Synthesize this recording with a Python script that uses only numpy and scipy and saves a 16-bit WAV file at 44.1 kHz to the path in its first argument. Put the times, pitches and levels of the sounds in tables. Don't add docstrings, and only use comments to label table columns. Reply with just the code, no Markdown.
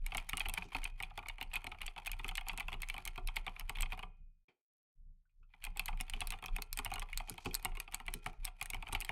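import sys
import numpy as np
from scipy import signal
from scipy.io import wavfile
from scipy.ndimage import uniform_filter1d

SR = 44100
rng = np.random.default_rng(int(sys.argv[2]) if len(sys.argv) > 2 else 0)


def generate_wav(sig):
    pcm = np.round(np.clip(np.atleast_2d(sig).T, -1, 1) * 32767).astype(np.int16)
    wavfile.write(sys.argv[1], SR, pcm)


N = 401751
TIME_S = np.arange(N) / SR
KEY_DETUNE, SHARED_DETUNE = 0.08, 0.025
DULLING = 0.055


def from_db(db):
    return 10 ** (np.asarray(db) / 20)


def unit_power(x):
    return x / np.sqrt(np.mean(x ** 2) + 1e-20)


def keep(x, hz, side):
    return signal.sosfilt(signal.butter(4, hz, side, fs=SR, output="sos"), x)


def wander(points):
    return np.interp(TIME_S, np.linspace(0, N / SR, points), rng.standard_normal(points))


def ring(clicks, hz, ring_s):
    decay, angle = from_db(-60 / (ring_s * SR)), 2 * np.pi * hz / SR
    return signal.lfilter([0, np.sin(angle)], [1, -2 * decay * np.cos(angle), decay ** 2], clicks + 1e-18)


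def ringing_noise(modes, shorten):
    white = rng.standard_normal(N)
    return unit_power(sum((-1) ** k * from_db(db) * unit_power(ring(white, hz, ring_s * shorten))
                          for k, (hz, db, ring_s) in enumerate(modes)))


def strike(start_s, level_db, modes, spread_db, gap_s, bounce_db, hits, kinds,
           detune=SHARED_DETUNE, first_db=-4):
    waits = rng.uniform(0.3, 1, (len(start_s), hits)) * gap_s
    waits[:, 0] = 0
    at = np.minimum(((start_s[:, None] + np.cumsum(waits, axis=1)) * SR).astype(int), N - 1)
    pitches, mode_db, _ = np.transpose(modes)
    tilt_db = DULLING * (level_db - level_db.max())[:, None, None] * np.log2(pitches / pitches[0])
    share = from_db(mode_db + tilt_db + spread_db * rng.standard_normal((*at.shape, len(modes))))
    share *= rng.choice([-1, 1], share.shape) / np.linalg.norm(share, axis=2, keepdims=True)
    hit_db = bounce_db * np.arange(hits) + first_db * (np.arange(hits) == 0)
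    share *= from_db(level_db[:, None] + hit_db)[:, :, None]
    key_kind = rng.integers(0, kinds, len(start_s))
    out = np.zeros(N)
    for kind, shift in enumerate(1 + detune * np.linspace(-1, 1, kinds) * (kinds > 1)):
        chosen = key_kind == kind
        for k, (hz, _, ring_s) in enumerate(modes):
            clicks = np.bincount(at[chosen].ravel(), share[chosen, :, k].ravel(), N)
            out += ring(clicks, hz * shift ** (-1) ** k, ring_s)
    return out


def peaks_db(at_s, peak_s, level_db, swell_db_per_s, fade_db_per_s):
    ahead_s = peak_s - at_s[:, None]
    return np.max(level_db - np.maximum(swell_db_per_s * ahead_s, -fade_db_per_s * ahead_s), axis=1)


def typing_db(at_s, swell_db_per_s, fade_db_per_s):
    start_s, snap_db, clack_db, _ = np.transpose(KEY_HITS)
    return peaks_db(at_s, start_s, np.maximum(clack_db, snap_db - 7.5), swell_db_per_s, fade_db_per_s)


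# pitch_hz, ring_s, level_db
ROOM_BANDS = [(462, 0.32, -23), (970, 0.26, -26), (2300, 0.47, -33), (4400, 0.05, -18.5), (4985, 0.23, -40),
              (7000, 0.021, -17.5), (13020, 0.036, -27)]


def room(sound):
    t = TIME_S[:SR // 2]
    tail = np.zeros(len(t))
    for hz, ring_s, db in ROOM_BANDS:
        band_filter = signal.butter(2, [hz / 1.4, hz * 1.4], "band", fs=SR, output="sos")
        band = signal.sosfilt(band_filter, rng.standard_normal(len(t)))
        band *= from_db(-60 * t / ring_s) * np.minimum(t / 0.004, 1)
        tail += from_db(db) * band / np.sqrt(np.sum(band ** 2))
    return signal.fftconvolve(sound, tail)[:N]


# widest_swing_s, level_db
HAND_SHOVES = [(0.039, -37), (.34, -43.5), (.49, -35.5), (.81, -38), (.93, -44), (1.12, -45.5), (1.31, -46),
               (1.48, -42.5), (1.83, -44), (2.13, -37.5), (2.3, -41), (2.52, -40), (2.66, -38.5),
               (2.791, -38.5), (3.08, -40.5), (3.26, -38), (3.4, -44.5), (3.65, -39.5), (3.817, -34),
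               (4.06, -44), (4.218, -49.5), (5.01, -54), (5.075, -51), (5.42, -56.5), (5.7, -41),
               (5.94, -34.5), (6.15, -36.5), (6.28, -40), (6.539, -37), (6.73, -42.5), (6.898, -45),
               (7.0, -39), (7.159, -37.5), (7.5, -42), (7.71, -37.5), (8.09, -44), (8.42, -40.5),
               (8.767, -37), (8.969, -36.5), (9.1, -44)]


def desk_sway(pitch_hz=28.2, silent_from_s=4.44, silent_until_s=4.96):
    steps_s = TIME_S[::256]
    shove_db = peaks_db(steps_s, *np.transpose(HAND_SHOVES), swell_db_per_s=213.5, fade_db_per_s=128)
    level_db = np.maximum(shove_db, typing_db(steps_s, 400, 60) - 16)
    level_db = uniform_filter1d(np.interp(TIME_S, steps_s, level_db), size=1200)
    phase = 2 * np.pi * np.cumsum(pitch_hz * (1 + 0.057 * wander(140))) / SR
    uneven = 1 + 0.4 * wander(220)
    rocking = np.sqrt(2) * from_db(level_db) * uneven * np.sin(phase)
    rumble = keep(ringing_noise(DESK_MODES[:4], shorten=0.6), 200, "low")
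    rumble_db = -22 + 0.87 * uniform_filter1d(level_db, size=1000) + wander(N // 3000)
    sounding = (TIME_S < silent_from_s) | (TIME_S > silent_until_s)
    return uniform_filter1d(1.0 * sounding, size=600) * (rocking + from_db(rumble_db) * rumble)


# start_s, pitch_hz, level_db
FINGER_TOUCHES = [(5.253, 1494, -77.5), (5.294, 2480, -74.5), (5.427, 1370, -63.5), (5.43, 2590, -70),
                  (5.505, 2520, -72)]


def finger_touches(slide_s=0.0096):
    out, white = np.zeros(N), rng.standard_normal(N)
    for start_s, hz, level_db in FINGER_TOUCHES:
        fade = (TIME_S > start_s) * np.exp(-np.abs(TIME_S - start_s) / slide_s)
        slide = white * fade * np.sqrt(2 / (slide_s * SR))
        out += ring(from_db(level_db) * slide, hz, ring_s=0.028)
    return keep(out, 1000, "high")


def hand_brush(plastic_noise, start_s=4.482, level_db=-68.5, fade_db_per_s=390):
    since_s = TIME_S - start_s
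    gain = from_db(level_db - fade_db_per_s * np.abs(since_s)) * np.clip(since_s / 0.0049, 0, 1)
    return gain * (plastic_noise + from_db(-1.5) * ringing_noise(DESK_MODES[3:], shorten=0.7))


def friction():
    steps_s = TIME_S[::128]
    flicker_db = 8.5 * unit_power(uniform_filter1d(rng.standard_normal(len(steps_s)), size=2))

    def gain(level_db, flicker):
        return from_db(np.interp(TIME_S, steps_s, level_db + flicker * flicker_db))

    bright = keep(ringing_noise(SWITCH_MODES, shorten=0.17), 11500, "low")
    plastic = ringing_noise(KEYCAP_MODES, shorten=0.47)
    plastic += from_db(-7) * ringing_noise(CASE_MODES, shorten=0.6)
    dull = keep(plastic, 660, "high")
    scratch = unit_power(keep(keep(rng.standard_normal(N), 3000, "high"), 7000, "low"))
    scrape = gain(typing_db(steps_s, 470, 390) - 27.5, 1) * (dull + from_db(-8) * bright)
    sizzle = gain(typing_db(steps_s, 2000, 120) - 58, 0.85) * (bright + dull + from_db(3.5) * scratch)
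    rub = gain(peaks_db(steps_s, *np.transpose(HEAVY_BLOWS), 380, 270) - 24, 0.5) * scratch
    return scrape + sizzle + rub + hand_brush(plastic)


def rattle(ticks_per_s=430):
    moment, strength, chance = rng.random((4000, 3)).T
    chosen = chance < ticks_per_s * N / SR / len(chance)
    start_s = moment[chosen] * N / SR
    extra_db = 5.6 * np.minimum(-np.log(1 - strength[chosen]), 2.5)
    level_db = typing_db(start_s, 800, 240) - 31.5 + extra_db
    caps = strike(start_s, level_db, KEYCAP_MODES + CASE_MODES[2:],
                  spread_db=18, gap_s=0.0043, bounce_db=-2.3, hits=2, kinds=3, detune=KEY_DETUNE)
    stems = strike(start_s, level_db - 19.5 + rng.normal(0, 9.7, len(start_s)), SWITCH_MODES[:6],
                   spread_db=8.2, gap_s=0.00048, bounce_db=-2.8, hits=3, kinds=2)
    return keep(caps, 720, "high") + stems


# start_s, level_db
HEAVY_BLOWS = [(0.153, -55), (0.651, -49), (2.243, -52), (5.402, -81), (6.148, -51), (7.304, -43),
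               (7.457, -36.5), (7.466, -42), (7.491, -60), (8.144, -46), (8.262, -49.5)]


def thumps():
    damped = [(hz, db, ring_s * 0.81) for hz, db, ring_s in DESK_MODES[2:]]
    thuds = strike(*np.transpose(HEAVY_BLOWS), damped,
                   spread_db=2.5, gap_s=0.0053, bounce_db=-1.9, hits=9, kinds=1)
    return keep(thuds, 480, "low")


# pitch_hz, level_db, ring_s
DESK_MODES = [(60.04, -0.5, 0.13), (89.7, -2.5, 0.19), (115.5, -7.5, 0.12), (174.6, -8.5, 0.17),
              (245, -7.5, 0.11), (278, -12, 0.097), (357, -12.5, 0.1), (420.6, -2, 0.043)]


def desk_knock(start_s, thock_db):
    knock = strike(start_s, thock_db - 15.5 + rng.normal(0, 2.4, len(start_s)), DESK_MODES,
                   spread_db=6.2, gap_s=0.00812, bounce_db=-1.7, hits=2, kinds=2)
    return keep(knock, 780, "low")


# pitch_hz, level_db, ring_s
SPRING_MODES = [(8540, -44, .16), (1365, -43, .6), (2480, -41, 0.7)]


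def spring_ping(start_s, level_db):
    blows = np.bincount((start_s * SR).astype(int), from_db(level_db) * rng.choice([-1, 1], len(start_s)), N)
    return sum(from_db(db) * ring(blows, hz, ring_s) for hz, db, ring_s in SPRING_MODES)


# pitch_hz, level_db, ring_s
CASE_MODES = [(744, -3.5, 0.04), (780, 0.5, 0.023), (852, 3.5, 0.025), (904, -9, 0.017), (1028, -6, 0.028),
              (1140, -2.5, 0.011), (1208, -5, 0.023), (1387, -13.5, 0.03)]


def case_thock(start_s, level_db):
    thock = strike(start_s + 0.001194, level_db - 4, CASE_MODES,
                   spread_db=10, gap_s=0.0025, bounce_db=-1.6, hits=6, kinds=3)
    return keep(thock, 1900, "low")


# pitch_hz, level_db, ring_s
KEYCAP_MODES = [(2082, -8, 0.03), (2276, -2, 0.022), (2413, 9, 0.017), (2620, -6.5, 0.037),
                (3106, 2, 0.014), (3292, -6.5, 0.014), (4240, -16, 0.014)]


def keycap_clack(start_s, level_db):
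    clack = strike(start_s, level_db + 3.5, KEYCAP_MODES, spread_db=6.1, gap_s=0.001299,
                   bounce_db=-4, hits=4, kinds=4, detune=KEY_DETUNE, first_db=-2.5)
    return keep(clack, 5200, "low")


# pitch_hz, level_db, ring_s
SWITCH_MODES = [(4183, -5, 0.0065), (5160, -5.5, 0.0034), (6670, -3, 0.003), (8336, 1, 0.0052),
                (9130, -1.5, 0.0042), (9910, -5.5, 0.0083), (11330, -1, 0.0042), (12140, -5, 0.0084),
                (13500, -5.5, .006), (15400, -14.5, .005)]


def switch_snap(start_s, level_db, chatter_s=0.011):
    snap = strike(start_s, level_db + 3, SWITCH_MODES, spread_db=4.2, gap_s=0.0004,
                  bounce_db=-3.5, hits=5, kinds=3, detune=0.038, first_db=-0.2)
    chatter = strike(start_s + chatter_s, level_db - 24.5, SWITCH_MODES[2:6],
                     spread_db=5, gap_s=chatter_s, bounce_db=-2.5, hits=6, kinds=1)
    return snap + chatter


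# start_s, snap_db, clack_db, thock_db
KEY_HITS = [(0.064, -35.5, -39, -46), (0.0843, -77, -49, -52), (0.12, -62, -36.5, -37.5),
            (0.1242, -62, -45, -44), (0.1483, -42, -32.5, -29.5), (0.171, -32.5, -47, -63),
            (0.179, -43, -28, -42), (0.291, -38, -38.5, -54), (0.295, -31.5, -38.5, -53),
            (0.3322, -49, -29.5, -30), (0.3712, -30, -38, -64), (0.378, -43, -34, -42),
            (0.397, -34.5, -44, -65), (0.405, -62, -29, -37.5), (0.4567, -54, -30.5, -34),
            (0.4632, -52, -43, -45), (0.4861, -36.5, -39, -38), (0.496, -34.5, -38.5, -40.5),
            (0.5387, -31.5, -48, -44), (0.548, -57, -43, -47), (0.576, -51, -33, -31),
            (0.5845, -63, -44, -41), (0.6222, -68, -38, -39), (0.72, -64, -47, -41.5),
            (0.7481, -47.5, -27.5, -28.5), (0.8322, -60, -42, -53), (0.842, -32.5, -46, -72),
            (0.8533, -62, -33, -40.5), (1.002, -48, -36.5, -33.5), (1.0257, -38, -39, -41),
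            (1.034, -47, -32.5, -42), (1.107, -82, -50, -41), (1.1762, -42, -40, -32),
            (1.19, -55, -42, -41.5), (1.228, -68, -48, -41), (1.2591, -78, -43.5, -40.5),
            (1.2854, -37.5, -40, -62), (1.297, -61, -38, -40.5), (1.3832, -62, -44, -42),
            (1.4119, -43.5, -33, -34.5), (1.427, -40.5, -38, -60), (1.515, -74, -48.5, -55),
            (1.5383, -38.5, -34.5, -46), (1.5456, -56, -40, -37.5), (1.5567, -38, -32, -61),
            (1.5639, -49, -32, -38), (1.618, -62, -53, -50), (1.643, -47.5, -40.5, -37),
            (1.6681, -45.5, -36.5, -36.5), (1.7173, -63, -43, -41), (1.7201, -77, -44, -38),
            (1.746, -74, -50.5, -44), (1.8068, -67, -42, -49), (1.8166, -42, -38, -50),
            (1.8306, -86, -41.5, -43), (1.8647, -37, -42.5, -68), (1.879, -70, -37.5, -45),
            (1.9628, -62, -44.5, -39.5), (1.9796, -54, -39.5, -37), (2.02, -68, -52, -51),
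            (2.049, -55, -52, -55), (2.0604, -41, -39, -71), (2.068, -35, -38, -38),
            (2.0752, -42, -34, -55), (2.095, -65, -45, -42), (2.116, -32.5, -39, -68),
            (2.132, -70, -40, -47), (2.191, -50.5, -61, -58), (2.1954, -56, -37.5, -37.5),
            (2.235, -59, -56, -60), (2.2448, -46, -33.5, -32.5), (2.282, -40, -42, -61),
            (2.29, -39.5, -33.5, -44.5), (2.312, -54, -42, -38.5), (2.354, -36, -37, -66),
            (2.373, -37.5, -50, -61), (2.38, -59, -29.5, -40), (2.411, -52, -42, -43),
            (2.467, -61, -45.5, -37.5), (2.485, -31, -39, -40), (2.4953, -66, -30, -35),
            (2.532, -53, -48, -41), (2.576, -36.5, -43, -40), (2.5829, -55, -36.5, -39.5),
            (2.5988, -39.5, -35, -52), (2.6048, -43, -33, -36), (2.627, -74, -50, -52),
            (2.6828, -46.5, -37, -35), (2.72, -55, -42, -39), (2.729, -48, -36.5, -39),
            (2.74, -54, -39, -34.5), (2.8197, -35.5, -40, -59), (2.832, -51, -35, -48),
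            (2.8872, -39, -42, -63), (2.8992, -39, -32, -47), (2.942, -48, -39, -37),
            (2.965, -54, -41, -38), (2.9804, -49, -39.5, -36.5), (3.053, -33, -39.5, -73),
            (3.0612, -49, -46, -39), (3.076, -34.5, -32.5, -55), (3.159, -51, -42.5, -52),
            (3.178, -52, -38, -31.5), (3.274, -34.5, -44, -61), (3.2857, -56, -37, -40),
            (3.36, -38, -42.5, -58), (3.366, -39, -30.5, -66), (3.3691, -48, -33, -37),
            (3.4656, -47, -36, -31), (3.479, -69, -34, -35.5), (3.564, -67, -44, -47),
            (3.5964, -36.5, -40.5, -45), (3.609, -69, -41, -43), (3.695, -37, -32.5, -31),
            (3.7564, -58, -39, -66), (3.7705, -54, -43, -43), (3.786, -55, -39, -43),
            (3.8077, -33.5, -37, -64), (3.822, -30, -39.5, -54), (3.8294, -49, -30.5, -35),
            (3.859, -79, -42.5, -47), (3.921, -48, -32, -33.5), (3.9305, -52, -37.5, -35.5),
            (3.976, -57, -50, -39.5), (3.992, -52, -40, -37.5), (4.028, -60, -46, -39),
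            (4.0328, -81, -42.5, -37.5), (5.538, -87.5, -54, -52), (5.623, -77, -49.5, -70),
            (5.6404, -38, -38.5, -74), (5.6496, -36.5, -41, -51), (5.666, -53, -37, -40.5),
            (5.76, -71, -51, -41.5), (5.772, -36.5, -46, -54), (5.795, -31, -30, -36),
            (5.8583, -32, -44, -60), (5.881, -57, -34, -56), (5.884, -43, -32, -30),
            (5.929, -73, -48.5, -41), (5.974, -58, -51, -59), (6.002, -44, -38.5, -35.5),
            (6.0098, -31.5, -36, -59), (6.081, -64, -48, -53.5), (6.098, -36, -41, -68),
            (6.1359, -49.5, -33, -42.5), (6.172, -72, -52, -51), (6.206, -31.5, -35, -52),
            (6.2158, -53, -29.5, -30.5), (6.272, -33.5, -46.5, -62), (6.305, -33.5, -40.5, -44),
            (6.322, -43, -33.5, -39), (6.3363, -72, -42, -37.5), (6.388, -60, -50.5, -49),
            (6.4248, -51.5, -46, -35.5), (6.44, -51, -38, -31), (6.4598, -37.5, -41.5, -61),
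            (6.4828, -59, -43, -40.5), (6.5637, -38.5, -35.5, -41), (6.584, -60, -40, -34.5),
            (6.6219, -32.5, -44.5, -48), (6.7288, -29.5, -42, -67), (6.7735, -30.5, -42, -40),
            (6.789, -35, -30, -30), (6.8478, -31, -47, -48), (6.8558, -91, -40, -33),
            (6.861, -50, -36, -64), (6.904, -54, -48, -53), (6.916, -45.5, -35, -29.5),
            (6.9315, -64, -44, -48), (6.9386, -34.5, -45, -39.5), (6.958, -44, -38, -32.5),
            (6.9807, -57, -41, -38), (6.996, -37, -42, -68), (7.0196, -52, -35.5, -34.5),
            (7.088, -66, -51, -48.5), (7.13, -47, -36, -61), (7.175, -26.5, -44, -69),
            (7.2004, -55, -38.5, -34), (7.283, -64, -47, -42), (7.297, -29.5, -48, -44),
            (7.341, -52, -54, -51), (7.38, -47, -41, -40.5), (7.449, -48, -53, -43),
            (7.4581, -43, -35.5, -30), (7.4647, -55, -42, -35), (7.5102, -61, -43.5, -69),
            (7.533, -53, -64, -63), (7.5436, -26.5, -55, -51), (7.551, -24.5, -43, -54),
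            (7.627, -49, -56, -48.5), (7.649, -27, -39, -29), (7.654, -43, -32.5, -49),
            (7.719, -74, -55, -50), (7.7525, -51, -46, -47), (7.771, -49, -42, -39),
            (7.8008, -32, -35.5, -41), (7.878, -70, -45.5, -40.5), (7.914, -61, -61, -62),
            (7.923, -51, -45.5, -45), (7.938, -54, -41, -36.5), (7.945, -27.5, -40.5, -53),
            (8.001, -55, -42, -37.5), (8.0647, -48, -53, -79), (8.0811, -50, -34, -35.5),
            (8.1388, -29, -36.5, -55), (8.244, -56, -72, -75), (8.2614, -41.5, -32, -31),
            (8.331, -64, -60, -53), (8.447, -40, -47.5, -55.5), (8.452, -28, -46, -49),
            (8.477, -49.5, -42, -40.5), (8.613, -37, -34, -32.5), (8.6267, -31, -39.5, -65),
            (8.6579, -37, -43, -74), (8.702, -33.5, -39, -45.5), (8.7338, -49, -35, -41),
            (8.7451, -43.5, -35.5, -36), (8.825, -50.5, -40, -36.5), (8.8693, -72, -41, -42),
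            (8.8865, -50, -45, -36.5), (8.9253, -42, -35, -29), (8.9303, -28, -60, -50),
            (8.95, -38, -27.5, -32), (9.0044, -36, -50, -55), (9.0113, -37.5, -41, -62),
            (9.021, -49, -35.5, -40.5), (9.048, -35, -42, -49), (9.0923, -43, -29, -31)]


def typing():
    start_s, snap_db, clack_db, thock_db = np.transpose(KEY_HITS)
    keyboard = switch_snap(start_s, snap_db) + keycap_clack(start_s, clack_db)
    keyboard += spring_ping(start_s, np.maximum(clack_db, snap_db))
    keyboard += case_thock(start_s, thock_db)
    keyboard = keep(keyboard, 748, "high")
    return keyboard + desk_knock(start_s, thock_db)


def scene():
    direct = typing() + rattle() + friction() + finger_touches() + thumps()
    hiss = from_db(-106) * rng.standard_normal(N)
    return (direct + room(direct) + desk_sway() + hiss)[None, :]


def record(dry):
    return signal.sosfilt(signal.cheby2(12, 70, 17500, fs=SR, output="sos"), dry)


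dry = scene()
out = record(dry)
generate_wav(out)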